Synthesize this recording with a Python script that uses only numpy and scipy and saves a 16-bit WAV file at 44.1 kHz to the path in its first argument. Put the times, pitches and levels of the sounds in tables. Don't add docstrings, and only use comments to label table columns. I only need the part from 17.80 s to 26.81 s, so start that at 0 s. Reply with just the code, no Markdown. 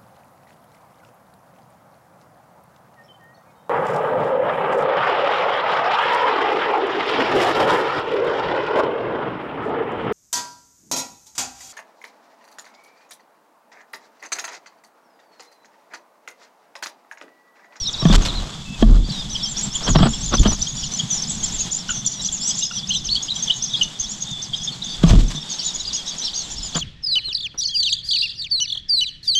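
import sys
import numpy as np
from scipy import signal
from scipy.fft import rfft, irfft
from scipy.io import wavfile
from scipy.ndimage import uniform_filter1d

SR = 44100
rng = np.random.default_rng(int(sys.argv[2]) if len(sys.argv) > 2 else 0)


def materialize(psi):
    bounded = np.clip(np.atleast_2d(psi).T, -1, 1)
    quanta = np.round(bounded * 32767).astype(np.int16)
    wavfile.write(sys.argv[1], SR, quanta)


def boost_factor(decibels):
    exponent = np.asarray(decibels, float) / 20
    return 10 ** exponent


N = 397341

# [top t/s, top f/Hz, length/s, level/dB]
SLIDER = [(0.013, 4580, 0.076, -41.5), (0.275, 5940, 0.059, -35), (0.557, 4200, 0.083, -36.5),
          (1.51, 6140, 0.072, -25), (1.572, 5010, 0.098, -39), (1.831, 7650, 0.053, -28.5),
          (2.094, 6820, 0.068, -26.5), (2.599, 7000, 0.037, -22), (2.826, 5960, 0.06, -24),
          (2.973, 5750, 0.11, -28.5), (3.043, 6880, 0.048, -27.5), (3.13, 6100, 0.097, -27.5),
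          (3.133, 7150, 0.1, -33), (3.305, 7320, 0.17, -36.5), (3.356, 6740, 0.075, -30),
          (4.529, 7130, 0.069, -28), (4.937, 6170, 0.095, -29.5), (5.252, 6380, 0.04, -25),
          (5.433, 6740, 0.052, -29), (5.554, 7060, 0.084, -38), (5.628, 6350, 0.038, -28.5),
          (6.2, 6450, 0.085, -29.5), (6.423, 6370, 0.035, -25), (7.485, 6140, 0.023, -30.5),
          (7.701, 6600, 0.056, -23.5), (8.064, 5070, 0.064, -28), (8.446, 5420, 0.071, -28),
          (8.838, 7120, 0.1, -33.5), (8.828, 5240, 0.083, -30)]
# [top t/s, top f/Hz, length/s, level/dB]
LEANER = [(1.638, 5560, 0.056, -29.5), (2.347, 7450, 0.072, -32), (2.694, 5970, 0.067, -28),
          (2.731, 6970, 0.057, -29), (3.426, 6000, 0.031, -24.5), (3.648, 5490, 0.028, -26),
          (3.804, 6880, 0.043, -19.5), (3.841, 6800, 0.026, -29.5), (4.826, 6530, 0.063, -24),
          (5.151, 7470, 0.07, -36), (5.155, 6160, 0.084, -30), (5.567, 6180, 0.092, -32),
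          (5.673, 5940, 0.032, -34), (5.75, 6530, 0.075, -32.5), (5.77, 7200, 0.054, -39),
          (5.835, 6400, 0.047, -21), (6.028, 6300, 0.031, -20.5), (6.319, 7630, 0.055, -34),
          (6.303, 7030, 0.071, -32), (6.63, 6150, 0.044, -29), (7.803, 4800, 0.055, -25.5),
          (7.855, 6990, 0.086, -26), (8.003, 5430, 0.088, -38), (8.144, 6750, 0.048, -21.5),
          (8.279, 6600, 0.061, -27.5), (8.281, 5450, 0.075, -36), (8.408, 6100, 0.064, -31),
          (8.565, 4770, 0.11, -32.5), (8.706, 5780, 0.041, -33), (8.72, 7120, 0.058, -29.5),
          (8.958, 4840, 0.099, -32)]
# [top t/s, top f/Hz, length/s, level/dB]
ARCHER = [(0.118, 7380, 0.063, -36.5), (0.206, 5580, 0.075, -33.5), (1.785, 5880, 0.055, -26),
          (2.308, 7180, 0.067, -25.5), (2.433, 6330, 0.062, -27), (2.468, 7020, 0.11, -26),
          (2.552, 6080, 0.048, -21), (2.973, 7150, 0.15, -33.5), (3.232, 7300, 0.04, -36),
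          (3.5, 7790, 0.06, -30.5), (3.545, 7310, 0.065, -27), (3.959, 7170, 0.068, -23),
          (4.264, 7050, 0.032, -19), (4.437, 7380, 0.051, -27), (4.795, 7320, 0.045, -25),
          (4.864, 6900, 0.016, -28), (4.968, 5920, 0.063, -28), (5.091, 6560, 0.042, -26),
          (5.942, 6470, 0.046, -32), (5.988, 4290, 0.07, -35.5), (6.502, 6600, 0.039, -30.5),
          (6.77, 6370, 0.05, -38), (6.843, 6650, 0.045, -29.5), (7.283, 6370, 0.038, -31),
          (8.013, 6950, 0.059, -28.5), (8.149, 5040, 0.062, -32), (8.638, 7450, 0.08, -42),
          (8.781, 5530, 0.048, -30.5), (8.448, 4240, 0.087, -31), (8.586, 6630, 0.081, -27.5),
          (8.971, 7070, 0.055, -28)]
# [top t/s, top f/Hz, length/s, level/dB]
CLIMBER = [(0.25, 6460, 0.043, -40), (0.433, 6700, 0.034, -31.5), (1.305, 4750, 0.025, -31.5),
           (1.724, 6350, 0.063, -39), (1.81, 6950, 0.07, -27), (1.962, 7200, 0.054, -24),
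           (2.058, 6300, 0.051, -30), (2.097, 8000, 0.056, -29), (2.247, 7770, 0.12, -32.5),
           (2.805, 7120, 0.031, -29), (3.653, 7350, 0.041, -22.5), (3.752, 7250, 0.072, -29.5),
           (3.93, 7000, 0.037, -27), (4.112, 7170, 0.043, -23), (4.333, 7250, 0.047, -29),
           (4.467, 6380, 0.04, -18.5), (4.633, 7460, 0.079, -29.5), (4.692, 6020, 0.11, -26.5),
           (4.766, 6980, 0.035, -26), (7.064, 6470, 0.046, -30), (7.125, 6270, 0.1, -35.5),
           (7.57, 6150, 0.044, -34), (7.726, 5450, 0.051, -36), (7.958, 6880, 0.037, -29),
           (8.384, 6800, 0.032, -30.5)]
RISE_SHARES = (.2, .33, .47, .67)
# [t/s, length/s, middle f/Hz, slide/Hz, level/dB]
BOWED = [(0.064, 0.027, 5700, 1500, -25.5), (1.241, 0.03, 4680, 350, -36), (1.29, 0.11, 5600, 420, -38.5),
         (1.369, 0.043, 4970, 145, -32), (2.032, 0.037, 5600, 103, -24), (2.806, 0.035, 7250, -320, -33),
         (2.872, 0.037, 6740, 250, -28), (3.355, 0.03, 6090, -220, -28), (3.496, 0.024, 6670, 1900, -23),
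         (3.784, 0.045, 6620, 158, -26), (4.132, 0.083, 6280, -380, -29), (4.133, 0.075, 5780, -400, -32.5),
         (4.671, 0.043, 7640, 0, -23.5), (4.674, 0.041, 6700, 0, -22), (4.772, 0.045, 6250, -200, -27),
         (5.118, 0.051, 4130, -300, -27), (5.124, 0.026, 3140, -400, -29), (5.296, 0.06, 4477, 302, -18),
         (5.347, .022, 4573, -100, -17), (5.354, 0.03, 3370, 98, -22.5), (5.483, 0.018, 3540, 1002, -24.5),
         (5.718, 0.016, 4040, 212, -27.5), (5.962, 0.045, 5050, 100, -37), (6.199, 0.019, 6420, -130, -18),
         (6.839, 0.048, 5230, -500, -35), (7.852, 0.062, 3870, -250, -28), (7.682, 0.069, 4430, -900, -36),
         (8.136, 0.023, 5600, 0, -40), (8.538, 0.025, 6450, 504, -28)]
# [t/s, length/s, middle f/Hz, slide/Hz, level/dB]
STRAIGHT = [(1.686, 0.022, 7440, 200, -29.5), (1.71, 0.027, 7070, -620, -31),
            (1.904, 0.033, 5340, 300, -31), (2.334, 0.011, 3380, 4, -23.5), (2.673, 0.035, 6000, -88, -23),
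            (2.82, 0.011, 5950, -51, -15), (3.188, 0.015, 6810, -180, -21.5),
            (3.33, 0.042, 6950, -400, -26.5), (2.867, 0.012, 3340, 0, -24), (3.631, 0.021, 3240, -10, -28),
            (3.667, 0.026, 6150, -1100, -31.5), (4.28, 0.03, 7200, -1000, -32),
            (4.264, 0.018, 5700, 0, -20.5), (4.447, 0.02, 5940, -20, -19.5), (4.335, 0.1, 5670, -700, -34),
            (4.395, 0.025, 3770, 200, -31), (4.612, 0.055, 5610, 810, -27), (4.821, 0.07, 5050, 30, -30),
            (5.144, 0.035, 3370, 998, -20.5), (5.286, 0.013, 3520, 1400, -20.5),
            (5.36, 0.01, 4000, -1100, -17), (5.626, 0.017, 6340, -8, -19), (5.719, 0.024, 3700, 272, -29),
            (6.312, 0.032, 5800, 400, -31), (6.736, 0.086, 4960, 80, -37), (6.916, 0.03, 4280, -300, -32.5),
            (7.786, 0.03, 5500, -40, -31), (7.87, 0.024, 6800, -550, -27), (8.44, 0.034, 4740, -420, -30)]
# [t/s, length/s, middle f/Hz, slide/Hz, level/dB]
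DIPPED = [(0.003, 0.053, 5500, -580, -26), (0.127, 0.023, 4850, -2200, -29.5),
          (1.605, 0.081, 3290, -440, -30.5), (1.653, 0.034, 6000, 0, -27), (2.169, 0.02, 5400, 0, -23),
          (2.303, 0.095, 5350, 47, -36), (3.166, 0.033, 6520, -40, -38), (3.306, 0.038, 5910, -490, -16.5),
          (3.374, 0.03, 5400, -390, -24), (3.543, 0.083, 5940, -100, -40), (3.573, 0.065, 6480, 200, -34),
          (4.487, 0.0055, 3210, 0, -17), (4.683, 0.033, 5040, 202, -30), (4.957, 0.058, 3370, 30, -30),
          (5.03, 0.018, 3400, 124, -25.5), (5.099, 0.023, 2926, 600, -15.5),
          (5.504, 0.026, 3874, 110, -17.5), (5.559, 0.011, 3310, 52, -21), (5.699, 0.016, 3210, 662, -12.5),
          (5.902, 0.033, 3790, 140, -29.5), (6.012, 0.014, 2960, -80, -8.5),
          (6.223, 0.055, 3430, 200, -31.5), (6.767, 0.092, 3350, -55, -33.5), (7.029, 0.12, 3500, 90, -31),
          (7.076, 0.085, 4580, 250, -35), (7.551, 0.042, 3530, -230, -31), (7.846, 0.051, 4470, -390, -34),
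          (7.859, 0.043, 5350, -400, -36), (8.313, 0.03, 4550, 60, -32.5)]
BOWS_HZ = (-240, -36, 181)
# [t/s, length/s, f/Hz, peak level/dB]
CHIRPS = [(0.142, 0.0071, 3930, -27.5), (0.308, 0.011, 3580, -25), (0.18, 0.047, 3900, -34.5),
          (1.554, 0.012, 3370, -25.5), (1.954, 0.0099, 3410, -24.5), (2.074, 0.011, 3400, -23),
          (2.222, 0.017, 3330, -27), (2.583, 0.017, 3595, -27), (2.651, 0.017, 3320, -26.5),
          (3.033, 0.0093, 3410, -28.5), (4.708, 0.0093, 3450, -31), (3.196, 0.012, 3350, -25),
          (4.824, 0.0085, 3820, -24.5), (5.677, 0.0098, 3460, -26), (6.876, 0.018, 3520, -28),
          (7.023, 0.0062, 3990, -28.5), (7.998, 0.018, 3970, -32.5), (8.27, 0.031, 3890, -34),
          (8.954, 0.0058, 3410, -27)]
# [t/s, length/s, lowest f/Hz, peak level/dB]
SQUEAKS = [
    (5.94, 0.019, 3210, -21),
    (6.735, 0.015, 3185, -22.5),
]
# [t/s, length/s, middle f/Hz, peak level/dB]
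SAGS = [
    (0.057, 0.04, 3760, -27.5),
    (0.485, 0.023, 3760, -30),
    (1.321, 0.11, 3760, -35.5),
]
# [t/s, length/s, f/Hz, peak level/dB]
PIPES = [
    (0.854, 0.124, 2600, -45.5),
    (8.18, 0.037, 3300, -35.5),
    (6.47, 0.15, 3550, -35.5),
    (5.8, 0.132, 3480, -44),
    (7.556, 0.19, 3700, -44),
]
# [t/s, peak level/dB, f/Hz]
CLUCKS = [
    (4.091, -23, 1505),
    (4.104, -26.5, 1440),
    (4.9104, -31, 1430),
]
# [t/s, peak level/dB, ring f/Hz]
KNOCKS = [(0.226, -15, 129), (0.253, -1.5, 162.4), (0.299, -7, 194), (1.025, 3.5, 216.3),
          (2.086, -13.5, 172), (2.157, 0, 154), (2.205, -5.5, 180), (2.229, -0.5, 137.5), (2.257, -6, 223),
          (2.536, -17.5, 215), (2.657, -7.5, 200.4), (2.686, -17.5, 215), (1.286, -25.5, 189),
          (7.549, -23.5, 150), (7.576, -31, 151), (7.237, 0, 166), (7.307, -7.5, 102), (7.333, -8, 178.8),
          (8.955, -17.5, 162)]
# [f/Hz, level/dB, t60/s]
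RATTLE = [
    (669, 9, 0.051),
    (1146, 4.5, 0.058),
    (1710, -3, 0.036),
    (3240, 8.5, 0.016),
]
# [peak t/s, level/dB, rise/s, fall/s, f/Hz]
SWAYS = [(0.364, -9.5, 0.074, 0.053, 35), (0.599, -30.5, 0.3, 0.067, 36.2), (1.093, -1.5, 0.054, 0.1, 37.5),
         (2.128, -19, 0.041, 0.17, 36), (2.223, -16.5, 0.058, 0.047, 35.7), (2.608, -6, 0.011, 0.012, 42.2),
         (2.7, -23, 0.22, 0.047, 34.8), (7.346, -10, 0.085, 0.11, 36.6), (1.55, -40.5, 0.15, 0.11, 38.7),
         (3.75, -41, 0.27, 0.061, 37), (5.301, -41.5, 0.12, 0.075, 37.7), (8.1, -50, 0.11, 0.085, 37.5),
         (8.8, -44.5, 0.087, 0.12, 44.5)]
# [t/s, level/dB, half length/s, bright against dull/dB]
RUSTLES = [(0.224, -36, 0.0033, -21.5), (0.275, -38, 0.0038, -16), (0.336, -23, 0.017, -5),
           (0.357, -31, 0.0066, 13), (0.46, -39.5, 0.017, 9.5), (0.44, -36.5, 0.29, -3),
           (1.106, -35, 0.083, -18), (2.06, -33.5, 0.05, -24), (2.088, -23.5, 0.013, -24),
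           (2.16, -13.5, 0.0064, -26), (2.194, -22.5, 0.016, -15), (2.23, -20.5, 0.0084, -18),
           (2.259, -21.5, 0.025, -24), (2.54, -19.5, 0.013, -15), (2.637, -27.5, 0.0059, 3.5),
           (2.667, -22, 0.013, -12), (2.727, -34.5, 0.018, -4), (7.237, -30.5, 0.0058, -3),
           (7.306, -28, 0.0094, 1), (7.309, -33.5, 0.068, -1), (7.33, -45, 0.0034, -6),
           (7.402, -44.5, 0.014, 6), (7.515, -40, 0.01, 10), (8.969, -26.5, 0.015, -10.5)]
# [f/Hz, level/dB per Hz]
LEAVES = [(300, 9.5), (1200, 11.5), (2300, -4.5), (3400, 3.5), (5000, -0.5), (8000, -56)]
# [f/Hz, level/dB per Hz]
TWIGS = [(1500, -9.5), (3400, -1.5), (7900, -9), (8500, -19.5), (15300, -36.5)]
# [t/s, rumble level/dB, drone level/dB, hiss gain/dB]
AROUND = [
    (0, -45, -41.5, -6),
    (1.1, -43, -37.5, 1.6),
    (3.6, -46, -41, 1.5),
    (5.2, -52.5, -42.5, -2),
    (7.6, -47, -44.5, -1),
    (7.75, -53.5, -60, 0),
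    (9.01, -52, -78, -1.5),
]
# [f/Hz, level/dB per Hz]
FOREST = [(35, -42), (60, -52), (159, 0.5), (509, -14.5), (800, -9.5), (1400, -15), (2650, -16), (3300, -5),
          (4220, -10.5), (7800, -14), (8400, -24.5), (13500, -42), (15500, -89)]


def nestlings():
    rows = [(*row, share)
            for table, share in zip((SLIDER, LEANER, ARCHER, CLIMBER), RISE_SHARES) for row in table]
    arches = [arch(*row) for row in rows] + answers(rows + rows[::2])
    strands = [strand(*row, bow_hz)
               for table, bow_hz in zip((BOWED, STRAIGHT, DIPPED), BOWS_HZ) for row in table]
    bends = (CHIRPS, (-300, -300)), (SQUEAKS, (405, 576)), (SAGS, (448, -400)), (PIPES, (80, -80))
    chirps = [bend(row, ends_hz, leg_s=0.007, leg_hz=318, leg_db=-2.0)
              for table, ends_hz in bends for row in table]
    high = sing(arches, wobble_hz=65, flutter_db=6.5, side_db=-14, overtone_db=-41, breath_db=-20)
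    high = high + sing(strands, wobble_hz=45, flutter_db=3.0, side_db=-30, overtone_db=-42, breath_db=-24)
    high = signal.sosfilt(signal.butter(8, 2750, "high", fs=SR, output="sos"), high)
    return high + sing(chirps, wobble_hz=30.4, flutter_db=2.5, side_db=-37.5, overtone_db=-44, breath_db=-31)


def arch(s, top_hz, length_s, level_db, share):
    rise_s, fall_s = share * length_s, (1 - share) * length_s
    t = np.arange(-1.22 * rise_s, 1.22 * fall_s, 1 / SR)
    out = np.abs(t / np.where(t < 0, rise_s, fall_s))
    hz = top_hz - 1918 * out ** 2.4
    fade = np.clip((1.22 - out) / .3, 0, 1) * np.clip((hz - 2700) / 300, 0, 1)
    foot_db = 8.0 * np.exp(-((hz - 3400) / 450) ** 2)
    return round((s + t[0]) * SR), hz, boost_factor(level_db - 14 * out ** 2 + foot_db) * fade


def answers(rows):
    calls = []
    for (s, top_hz, length_s, level_db, _), (x, y, z) in zip(rows, rng.random((len(rows), 3))):
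        late_s, far_db = .09 * (x - .3), .5 * level_db - 24 - 7 * z
        calls.append(arch(s + late_s, top_hz * (.74 + .3 * y), length_s, far_db, .3))
    return calls


def strand(s, length_s, middle_hz, slide_hz, level_db, bow_hz):
    u = np.linspace(-1.2, 1.2, round(1.2 * length_s * SR))
    hz = middle_hz + slide_hz * u / 2 + bow_hz * u ** 2
    return round((s - 0.11 * length_s) * SR), hz, boost_factor(level_db) * np.hanning(len(u)) ** 0.27


def bend(row, ends_hz, leg_s, leg_hz, leg_db):
    s, length_s, middle_hz, level_db = row
    t = np.arange(-leg_s, length_s + leg_s, 1 / SR)
    u = np.clip(t / length_s, 0, 1)
    out = np.abs(t - u * length_s) / leg_s
    bow_hz = np.where(u < .5, *ends_hz) * (2 * u - 1) ** 2
    shape = np.sin(np.pi * u) ** 0.18 + boost_factor(leg_db) * np.cos(np.pi / 2 * np.clip(out, 0, 1))
    return round((s - leg_s) * SR), middle_hz + bow_hz - leg_hz * out ** 2.7, boost_factor(level_db) * shape


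def sing(calls, wobble_hz, flutter_db, side_db, overtone_db, breath_db):
    tone, effort = np.zeros(N), np.zeros(N)
    wobble = .6 * drift(200) + 1.4 * drift(35)
    flutter = np.clip(drift(70), -3, 1.3)
    for (i, hz, shape), chance in zip(calls, rng.random((len(calls), 5))):
        at = i + np.arange(len(hz))
        own = (at + int(chance[3] * N)) % N
        strain = 1.6 if 2.7 * SR < i < 7.2 * SR else .7
        pitch_hz = np.clip(hz, 2300, 9000) + strain * wobble_hz * wobble[own]
        phase = 2 * np.pi * np.cumsum(pitch_hz) / SR
        spacing = (0.097 + 0.11 * chance[0]) * phase
        sides = 0
        for n, k in ((1, 1), (2, 2), (3, 4)):
            sides = sides + chance[k] * boost_factor(flutter_db * flutter[own - k * SR]) * np.sin(phase - n * spacing)
        voice = boost_factor(flutter_db * flutter[own]) * (np.sin(phase) + boost_factor(overtone_db) * np.sin(2 * phase))
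        inside = (at >= 0) & (at < N)
        tone[at[inside]] += (shape * (voice + boost_factor(side_db) * sides))[inside]
        effort[at[inside]] += shape[inside]
    breath = uniform_filter1d(effort, size=900) * band(rng.standard_normal(N), 2500, 7360)
    return tone + boost_factor(breath_db) * breath


def clucks():
    out, t = np.zeros(N), np.arange(round(0.0073 * SR)) / SR
    shape = np.hanning(len(t)) ** 0.12
    for s, level_db, hz in CLUCKS:
        phase = 2 * np.pi * hz * (t - 2.8 * t ** 2)
        add(out, s, boost_factor(level_db) * shape * (np.sin(phase) + np.sin(2 * phase)))
    return out


def foliage(x, t60_s, level_db):
    t = np.arange(round(t60_s * SR)) / SR
    tail = rng.standard_normal(len(t)) * boost_factor(-60 * t / t60_s) * (t > .003)
    return x + boost_factor(level_db) * signal.fftconvolve(x, tail / np.linalg.norm(tail))[:N]


def knocks():
    out, rows = np.zeros(N), np.array(KNOCKS)
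    t = np.arange(SR // 4) / SR
    for s, level_db, hz in KNOCKS:
        phase = 2 * np.pi * hz * (t + 0.0026 * (1 - np.exp(-t / 0.0019)))
        add(out, s, boost_factor(level_db - 60 * t / 0.15) * (1 - np.exp(-t / 0.0012)) * np.sin(phase))
    blows = np.zeros(N)
    blows[(rows[:, 0] * SR).astype(int)] = boost_factor(rows[:, 1] - 41)
    press = np.concatenate([np.hanning(24)[:12], np.geomspace(1, .03, 500)])
    contact = np.convolve(blows, press)[:N]
    for hz, level_db, t60_s in RATTLE:
        out += boost_factor(level_db) * ring(contact * rng.standard_normal(N), hz, t60_s)
    return out


def shakes():
    t = np.arange(N) / SR
    creak = coloured([(40, 7.0), (70, 6.5), (260, -4.0), (700, -31), (9000, -125)])
    sway, dull, bright = np.zeros(N), np.zeros(N), np.zeros(N)
    for s, level_db, rise_s, fall_s, hz in SWAYS:
        swing = boost_factor(level_db) * np.sqrt(2) * np.cos(2 * np.pi * hz * (t - s))
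        sway += swell(s, rise_s, fall_s) * (swing + boost_factor(-7.5 + 0.73 * level_db) * creak)
    for s, level_db, half_s, bright_db in RUSTLES:
        dull += boost_factor(level_db) * swell(s, 1.13 * half_s, half_s)
        bright += boost_factor(level_db + bright_db) * swell(s, 1.1 * half_s, half_s)
    grain = boost_factor(3 * np.clip(drift(150), -3, 2))
    return sway + grain * (dull * coloured(LEAVES) + bright * coloured(TWIGS))


def forest(rumble_db, drone_db, hiss_db):
    hiss = boost_factor(-39.5 + hiss_db + 1.8 * drift(8)) * coloured(FOREST)
    rumble = boost_factor(rumble_db + 5.7 * drift(26)) * coloured([(15, 12.5), (35, 10.5), (90, 4.0), (250, -42.5)])
    drone = boost_factor(drone_db + 4.17 * drift(13.0)) * band(rng.standard_normal(N), 113.0, 223.0)
    stridulation = boost_factor(-45.5 + 5 * drift(28)) * band(rng.standard_normal(N), 3300, 3620)
    beat_hz = 48 + 3 * drift(3.4)
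    beat = np.diff(np.floor(np.cumsum(beat_hz) / SR), prepend=0)
    burst = np.convolve(beat * boost_factor(3 * drift(30)), np.hanning(220), "same")
    ticks = boost_factor(-44.5 + 2 * drift(1)) * burst * band(rng.standard_normal(N), 6500, 7500)
    return hiss + rumble + drone + stridulation + ticks


def rms_one(x):
    return x / np.sqrt(np.mean(x ** 2) + 1e-20)


def in_time(rows):
    s, *columns = np.transpose(rows)
    return [np.interp(np.arange(N) / SR, s, column, -120, -120) for column in columns]


def drift(rate_hz):
    r = np.exp(-2 * np.pi * rate_hz / SR)
    return rms_one(signal.lfilter([1], [1, -2 * r, r * r], rng.standard_normal(N + SR))[SR:])


def coloured(points):
    hz, level_db = np.transpose(points)
    at = np.log(np.fft.rfftfreq(N, 1 / SR) + 1)
    shape_db = np.interp(at, np.log(hz), level_db)
    return rms_one(irfft(rfft(rng.standard_normal(N)) * boost_factor(shape_db), N))


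def band(x, low_hz, high_hz):
    return rms_one(signal.sosfilt(signal.butter(4, [low_hz, high_hz], "band", fs=SR, output="sos"), x))


def ring(clicks, hz, t60_s):
    r, w = boost_factor(-60 / (t60_s * SR)), 2 * np.pi * hz / SR
    return signal.lfilter([0, np.sin(w)], [1, -2 * r * np.cos(w), r * r], clicks + 1e-18)


def swell(s, rise_s, fall_s):
    t = np.arange(N) / SR - s
    return np.exp(-(t / np.where(t < 0, rise_s, fall_s)) ** 2)


def add(out, s, sound):
    i = max(round(s * SR), 0)
    out[i:i + len(sound)] += sound[:max(N - i, 0)]


def scene():
    voices = foliage(nestlings() + clucks(), t60_s=0.2, level_db=-10.0)
    return (voices + knocks() + shakes() + forest(*in_time(AROUND)))[None]


def top_cut(x):
    return signal.sosfilt(signal.butter(12, 15700, fs=SR, output="sos"), x)


def record(dry):
    climb_db = 40 * np.arange(N) / SR
    over_db = np.maximum(20 * np.log10(np.abs(dry) + 1e-9) + 2, 0)
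    duck_db = np.maximum.accumulate(over_db + climb_db, axis=1) - climb_db
    x = dry * boost_factor(-uniform_filter1d(duck_db, size=600))
    x = 1.21 * x / (1 + (1.2 * x) ** 4) ** .25
    x = signal.sosfilt(signal.cheby2(10, 50, 15600, fs=SR, output="sos"), x)
    return top_cut(x)


dry = scene()
out = record(dry)
materialize(out)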